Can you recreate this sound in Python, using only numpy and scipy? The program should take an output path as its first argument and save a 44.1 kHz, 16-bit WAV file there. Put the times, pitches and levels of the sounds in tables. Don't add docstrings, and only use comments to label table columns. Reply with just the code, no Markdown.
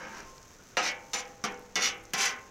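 import sys
import numpy as np
from scipy import signal
from scipy.fft import rfft, irfft
from scipy.io import wavfile

SR = 44100
rng = np.random.default_rng(int(sys.argv[2]) if len(sys.argv) > 2 else 0)


def volts_from_db(level):
    exponent = np.asarray(level, float) / 20
    return 10 ** exponent


def master(y):
    cut = np.clip(np.atleast_2d(y).T, -1, 1)
    pcm = np.round(cut * 32767)
    wavfile.write(sys.argv[1], SR, pcm.astype(np.int16))


N = 110250


def rms_one(x):
    return x / np.sqrt(np.mean(x ** 2) + 1e-20)


def at_hz(points, hz):
    p = np.array(points)
    return np.interp(np.log(np.maximum(hz, 1)), np.log(p[:, 0]), p[:, 1])


def in_time(rows):
    s, *columns = np.transpose(rows)
    return [np.interp(np.arange(N) / SR, s, column) for column in columns]


def butter(x, order, hz, kind):
    return signal.sosfilt(signal.butter(order, hz, kind, fs=SR, output="sos"), x)


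def colour(x, spectrum):
    hz = np.fft.rfftfreq(len(x), 1 / SR)
    return rms_one(irfft(rfft(x) * volts_from_db(at_hz(spectrum, hz)), len(x)))


def drift(rate_hz):
    r = np.exp(-2 * np.pi * rate_hz / SR)
    noise = rng.standard_normal(N + SR)
    return rms_one(signal.lfilter([1], [1, -2 * r, r * r], noise)[SR:])


def grains(per_s, spread_db):
    when, size, sign = rng.random((3, N))
    return (when < per_s / SR) * volts_from_db(-spread_db * np.log(size + .01)) * np.sign(sign - .5)


def rings(hz, t60):
    t = np.arange(SR // 2)[None] / SR
    hz = np.array(hz)[:, None]
    t60 = np.maximum(np.array(t60)[:, None], .003)
    return np.sin(2 * np.pi * hz * t) * volts_from_db(-60 * t / t60) / np.sqrt(t60)


def alternate(count):
    return (-1) ** np.arange(count)


BITE_DB = [-28, -10, -0.5, 3, -8, -6]
# (time [s], strength [dB], contact lowpass [Hz], bounce delay [s], tick level [dB])
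KNOCKS = [
    (0.7694, -24.5, 2490, 0.0044, -43),
    (1.1335, -29.5, 5750, 0.0042, -41),
    (1.4393, -26, 2680, 0.014, -42),
    (1.756, -26, 7000, 0.0036, -47),
    (2.135, -28, 9400, 0.0035, -32),
]
# (time [s], drag level [dB], thinning of the lows [dB])
DRAGS = [
    [(0, -53, -8.5), (.1, -59.5, -8), (.17, -49.5, -3), (.2, -51, -6), (.23, -58, 8), (.28, -55.5, 1)],
    [(.77, -30.5, -9.5), (.81, -38, 7.5), (.83, -31, 1.5), (.886, -29.5, 27), (.905, -53, 7),
     (.925, -68, -6)],
    [(1.135, -30, 0.5), (1.16, -34, -0.5), (1.18, -37.5, 15), (1.2, -34.5, 26), (1.21, -54, 13.5),
     (1.225, -62, -3)],
    [(1.44, -36.5, -5.5), (1.452, -41.5, -8.5), (1.462, -55.5, -11), (1.48, -72, 11), (1.5, -59, 0)],
    [(1.757, -26.5, 2), (1.792, -42.5, -6.5), (1.826, -23, 40), (1.86, -25, 19), (1.888, -34.5, 19),
     (1.91, -52, 16), (1.93, -83, 6)],
    [(2.136, -42.5, -11.5), (2.16, -39, -1.5), (2.193, -28.5, 4.5), (2.212, -23, 7.5), (2.245, -27, 3.5),
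     (2.293, -36.5, 11), (2.33, -51, 10)],
]


def spatula():
    direct = colour(signal.unit_impulse(256, 128), PLATE_BODY)
    out, slips = np.zeros(N), catches()
    for k, drag in enumerate(DRAGS):
        body = response(k)
        force = scrape(drag, BITE_DB[k]) * slips
        out += volts_from_db(-8) * signal.fftconvolve(force, direct / 16)[128:N + 128]
        if k:
            force += knock(*KNOCKS[k - 1][:4])
        else:
            force[0] = force[:2000].std() * 15.0
        out += signal.fftconvolve(force, body)[:N]
    return butter(out, 2, 150, "high")


def knock(s, db, dull_hz, lag, bounce_db=-15):
    blow = np.zeros(N)
    blow[[int(s * SR), int((s + lag) * SR)]] = volts_from_db(db + 30), volts_from_db(db + 30 + bounce_db)
    return butter(blow, 1, min(dull_hz, .45 * SR), "low")


def scrape(drag, bite_db, split_hz=1500):
    t = np.arange(N) / SR
    level_db, thin_db = in_time(drag)
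    grit = rms_one(grains(per_s=6000, spread_db=4))
    grit = volts_from_db(-2 * thin_db) * butter(grit, 2, split_hz, "low") - butter(grit, 2, split_hz, "high")
    top = signal.sosfiltfilt(signal.butter(2, 7500, "high", fs=SR, output="sos"), grit)
    grit = grit + (volts_from_db(bite_db) - 1) * top
    chatter_db = drift(55.6)
    touching = (t >= drag[0][0]) * (t < drag[-1][0])
    return grit * volts_from_db(level_db + chatter_db) * touching


# (time [s], jump [dB])
SLIPS = [(0.794, 9.5), (0.8258, 3), (0.853, 9), (0.861, 7), (.873, 5.5), (0.885, 2.5), (1.156, 4.5),
         (1.194, 7), (1.449, 6), (1.762, 6), (1.798, 8), (1.809, 5), (1.82, 7.5), (1.835, 5), (1.842, 4),
         (1.856, 4), (1.887, 11), (2.159, 6), (2.177, 2), (2.201, 5.5), (2.209, 6), (2.2224, 6), (2.237, 1),
         (2.255, 14), (2.278, -1), (2.288, 0)]


def catches(fade_s=0.002, stick_s=.003, stick_db=-6.5):
    t, gain = np.arange(N) / SR, np.ones(N)
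    for s, db in SLIPS:
        burst = 1 + (volts_from_db(db) - 1) * np.exp(-np.maximum(t - s, 0) / fade_s)
        held = volts_from_db(stick_db * (t > s - stick_s))
        gain *= np.where(t >= s, burst, held)
    return gain


def response(k):
    body = dense_ring(k) + volts_from_db(-22) * slot_rings() + volts_from_db(-5) * plate_modes(k) + blade_modes(k)
    if k:
        body += slot_modes(k - 1)
    return rms_one(body) / np.sqrt(len(body))


# (frequency [Hz], t60 [s])
PLATE = [(192, .9), (403, .6), (489, 1.2), (511, 1.2), (730, .4), (790, .6), (810, 1.2), (903, 1.3),
         (1056, .8), (1275, .45), (1512, .4), (1976, .3), (2197, .36), (2326, .4)]
SPOTS = [
    [-7, -19, -12, 0.5, -20, -5, -3, 1.5, -6, -1, -12, -8, 1.5, -18],
    [-3, -12, -7, -6, 2, 1, -1, -3, -3, 3, -11, 6.5, 4, 6.5],
    [-3, -2, 8.5, -1, 3, 0, 1, -7.5, -7, 7.5, -13, -16, 0, -15],
    [6, -4.5, 0, -19, 3.5, 4, 6, -7, -4.5, -2, 5, -2, -1, -15],
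    [0.5, -9, -2.5, -5, -5, 1.5, -2, -13, -24, -10, -17, 4.5, 6.5, -26],
    [-14, -12.5, -5.5, -27, 1.5, 6, 0, -8, 3, -7, 4, 4, -3, 0.5],
]


def plate_modes(k):
    hz, t60 = np.transpose(PLATE)
    return (volts_from_db(SPOTS[k]) * alternate(len(hz))) @ rings(hz, t60)


# (frequency [Hz], bandwidth [Hz], level [dB])
BLADE = [
    [(585, 65, 1.5), (1237, 19, -15), (1608, 82, 9.5), (2920, 27, -2), (5430, 370, -26)],
    [(1990, 400, 2.5), (2410, 170, 2), (2910, 33, 6), (3667, 110, 4.5), (4550, 180, 0), (5770, 36, 13.5),
     (7650, 22, -24)],
    [(2900, 15, 7.5), (3674, 110, 0), (4280, 61, -6), (5240, 270, -3.5), (6140, 73, 7.5), (7030, 44, 5),
     (7145, 26, 7.5)],
    [(212, 23, 6.5), (1180, 40, -2), (1550, 32, 2.5), (2300, 68, -8), (5020, 85, 0), (5800, 190, 9)],
    [(1610, 39, -2), (2150, 140, -8), (2965, 11, 6), (3555, 76, 0.5), (5850, 120, 4.5), (6640, 80, 5),
     (7550, 18, -25)],
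    [(1540, 58, -4), (2210, 63, -2), (2670, 20, 2.5), (2866, 39, 5), (3240, 160, -2.5), (5800, 89, -11),
     (6630, 120, -3), (7100, 310, -0.5)],
]
BLADE_DB = [-5, -3, -0.5, -2, -2, -7]


def blade_modes(k):
    hz, width, db = np.transpose(BLADE[k])
    strength = volts_from_db(db) * np.sqrt(width) * alternate(len(hz))
    return volts_from_db(BLADE_DB[k]) * rms_one(strength @ rings(hz, 2.74 / width))


# (frequency [Hz], bandwidth [Hz], level [dB])
SLOTS = [
    [(8050, 120, -33), (8500, 74, -41), (9640, 150, -32), (11900, 150, -36)],
    [(8130, 40, -27), (8760, 53, -27), (11400, 94, -36), (13200, 80, -35)],
    [(9800, 140, -28), (11400, 120, -27)],
    [(8800, 130, -42), (10800, 200, -38), (12000, 100, -26), (14300, 220, -25)],
    [(9130, 60, -26), (10620, 180, -26), (12000, 100, -22.5), (12700, 110, -28)],
]


def slot_modes(chop):
    hz, width, db = np.transpose(SLOTS[chop])
    return volts_from_db(db) @ rings(hz, 2.4 / width) * 5.3


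# (frequency [Hz], level [dB])
PLATE_BODY = [(130, -18), (220, -3), (800, -8), (2200, -4), (4000, -10), (6000, -2.5), (8000, -21),
              (15500, -33.5)]
# (frequency [Hz], t60 [s])
PLATE_T60 = [(150, 0.12), (400, 1), (1000, 0.45), (2800, 0.32), (4500, 0.12), (7000, 0.14), (15000, 0.046)]
LOWS_DB = [2, -5.5, -3, -2.5, -1, -3]


def dense_ring(k, lows_hz=740):
    t = np.arange(SR // 2) / SR
    hz = np.fft.rfftfreq(len(t), 1 / SR)
    white = rfft(colour(rng.standard_normal(len(t)), PLATE_BODY))
    white = white * volts_from_db(LOWS_DB[k] / (1 + (hz / lows_hz) ** 4))
    edges = np.geomspace(110, 17000, num=60)
    t60s = at_hz(PLATE_T60, np.sqrt(edges[1:] * edges[:-1]))
    out = np.zeros(len(t))
    for low, high, t60 in zip(edges, edges[1:], t60s):
        band = irfft(white * (hz >= low) * (hz < high), len(t))
        out += band * volts_from_db(-60 * t / t60) / np.sqrt(t60)
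    return rms_one(out)


def slot_rings():
    hz = 7200 + 8500 * rng.random(size=30)
    strength = volts_from_db(at_hz(PLATE_BODY, hz)) * rng.standard_normal(len(hz))
    return rms_one(strength @ rings(hz, 0.017 * 6000 / hz))


def cracks(t60_s=0.029, low_hz=7000):
    out, t = np.zeros(N), np.arange(2000) / SR
    for s, *_, db in KNOCKS:
        i = int(s * SR)
        out[i:i + len(t)] += volts_from_db(db - 60 * t / t60_s) * rng.standard_normal(len(t))
    return butter(out, 2, low_hz, "high")


def lift(start_s=.225, hz=1057, db=-46, t60_s=.8, rise_s=.05):
    t = np.maximum(np.arange(N) / SR - start_s, 0)
    return volts_from_db(db - 60 * t / t60_s) * np.minimum(t / rise_s, 1) * np.sin(2 * np.pi * hz * t)


# (time [s], length [s], frequency [Hz], level [dB])
SHIVERS = [
    (0.581, 0.033, 1440, -56.5),
    (0.607, 0.042, 1520, -64),
    (0.71, 0.032, 1500, -65),
]


def shivers():
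    t, out = np.arange(N) / SR, np.zeros(N)
    for s, length, hz, db in SHIVERS:
        swell = np.sin(np.pi * np.clip((t - s) / length, 0, 1))
        out += volts_from_db(db) * swell * np.sin(2 * np.pi * hz * t)
    return out


# (frequency [Hz], level [dB])
SIZZLE = [(2000, -19), (3500, -13), (4800, -9.5), (6300, -0.5), (7300, -8.5), (9000, -21.5), (16000, -20)]
# (time [s], level [dB])
SIZZLE_LEVEL = [(0, -63), (.17, -55.5), (.25, -58.5), (.5, -59.5), (2.5, -61)]


def sizzle():
    level_db, = in_time(SIZZLE_LEVEL)
    hiss = rms_one(grains(per_s=9000, spread_db=5.0))
    crackle = rms_one(grains(per_s=1000, spread_db=0.67))
    return volts_from_db(level_db + drift(8.4)) * colour(hiss + volts_from_db(-13) * crackle, SIZZLE)


# (time [s], peak level [dB], frequency [Hz], duration [cycles])
POPS = [(0.205, -39.5, 5900, 17), (.298, -50, 9000, 5), (.381, -41, 5100, 11), (0.43, -41, 5970, 8.4),
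        (.54, -46, 5860, 8.3), (.698, -55, 11000, 5), (.917, -40, 11100, 6), (1.098, -50, 10000, 5.5),
        (1.254, -43.5, 5400, 14), (1.514, -58, 11400, 22), (1.5235, -57, 12000, 23),
        (1.523, -43, 5970, 9.3), (1.544, -47, 5850, 30), (1.594, -41.5, 12300, 6.8), (1.921, -50, 11200, 5),
        (1.947, -47, 12000, 5), (1.978, -55, 11500, 15), (1.997, -51, 9900, 5), (2.029, -46, 12000, 5),
        (2.039, -34.5, 9000, 3.5), (2.054, -42.5, 6100, 14), (2.093, -59, 12000, 5)]


def pops():
    out, t = np.zeros(N), np.arange(400) / SR
    for s, db, hz, cycles in POPS:
        i = int(s * SR)
        decay = volts_from_db(db + 10.5 - 60 * t * hz / max(cycles, 2))
        attack = np.minimum(t * hz, 1)
        out[i:i + 400] += decay * attack * np.sin(2 * np.pi * hz * t)
    return out


# (frequency [Hz], level [dB])
YARD = [(22, -6), (60, -5.5), (100, -4.5), (450, -9), (900, -15), (1450, -13), (2500, -19), (5000, -32)]


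def yard():
    return volts_from_db(-56.5 + drift(30)) * colour(rng.standard_normal(N), list(YARD) + [(8000, -56)])


# (time [s], level [dB])
WIND = [(0, -75), (.15, -74), (.2, -55), (.35, -58), (.42, -68), (1.9, -65), (2.04, -57), (2.15, -73),
        (2.5, -84)]


def wind():
    level_db, = in_time(WIND)
    puffs = butter(rng.standard_normal(N + SR), 2, [15, 45], "band")[SR:]
    return volts_from_db(level_db) * rms_one(puffs)


def scene():
    steel = spatula() + cracks() + lift() + shivers()
    food = sizzle() + pops()
    return (steel + food + yard() + wind())[None]


def band_limit(x):
    return signal.sosfilt(signal.butter(12, 16530, fs=SR, output="sos"), x)


def record(dry, soft_top=0.51, cutoff_hz=16500):
    rounded = soft_top * np.tanh(dry / soft_top)
    mix = signal.sosfilt(signal.cheby2(10, 40, cutoff_hz, fs=SR, output="sos"), rounded)
    return band_limit(mix)


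dry = scene()
out = record(dry)
master(out)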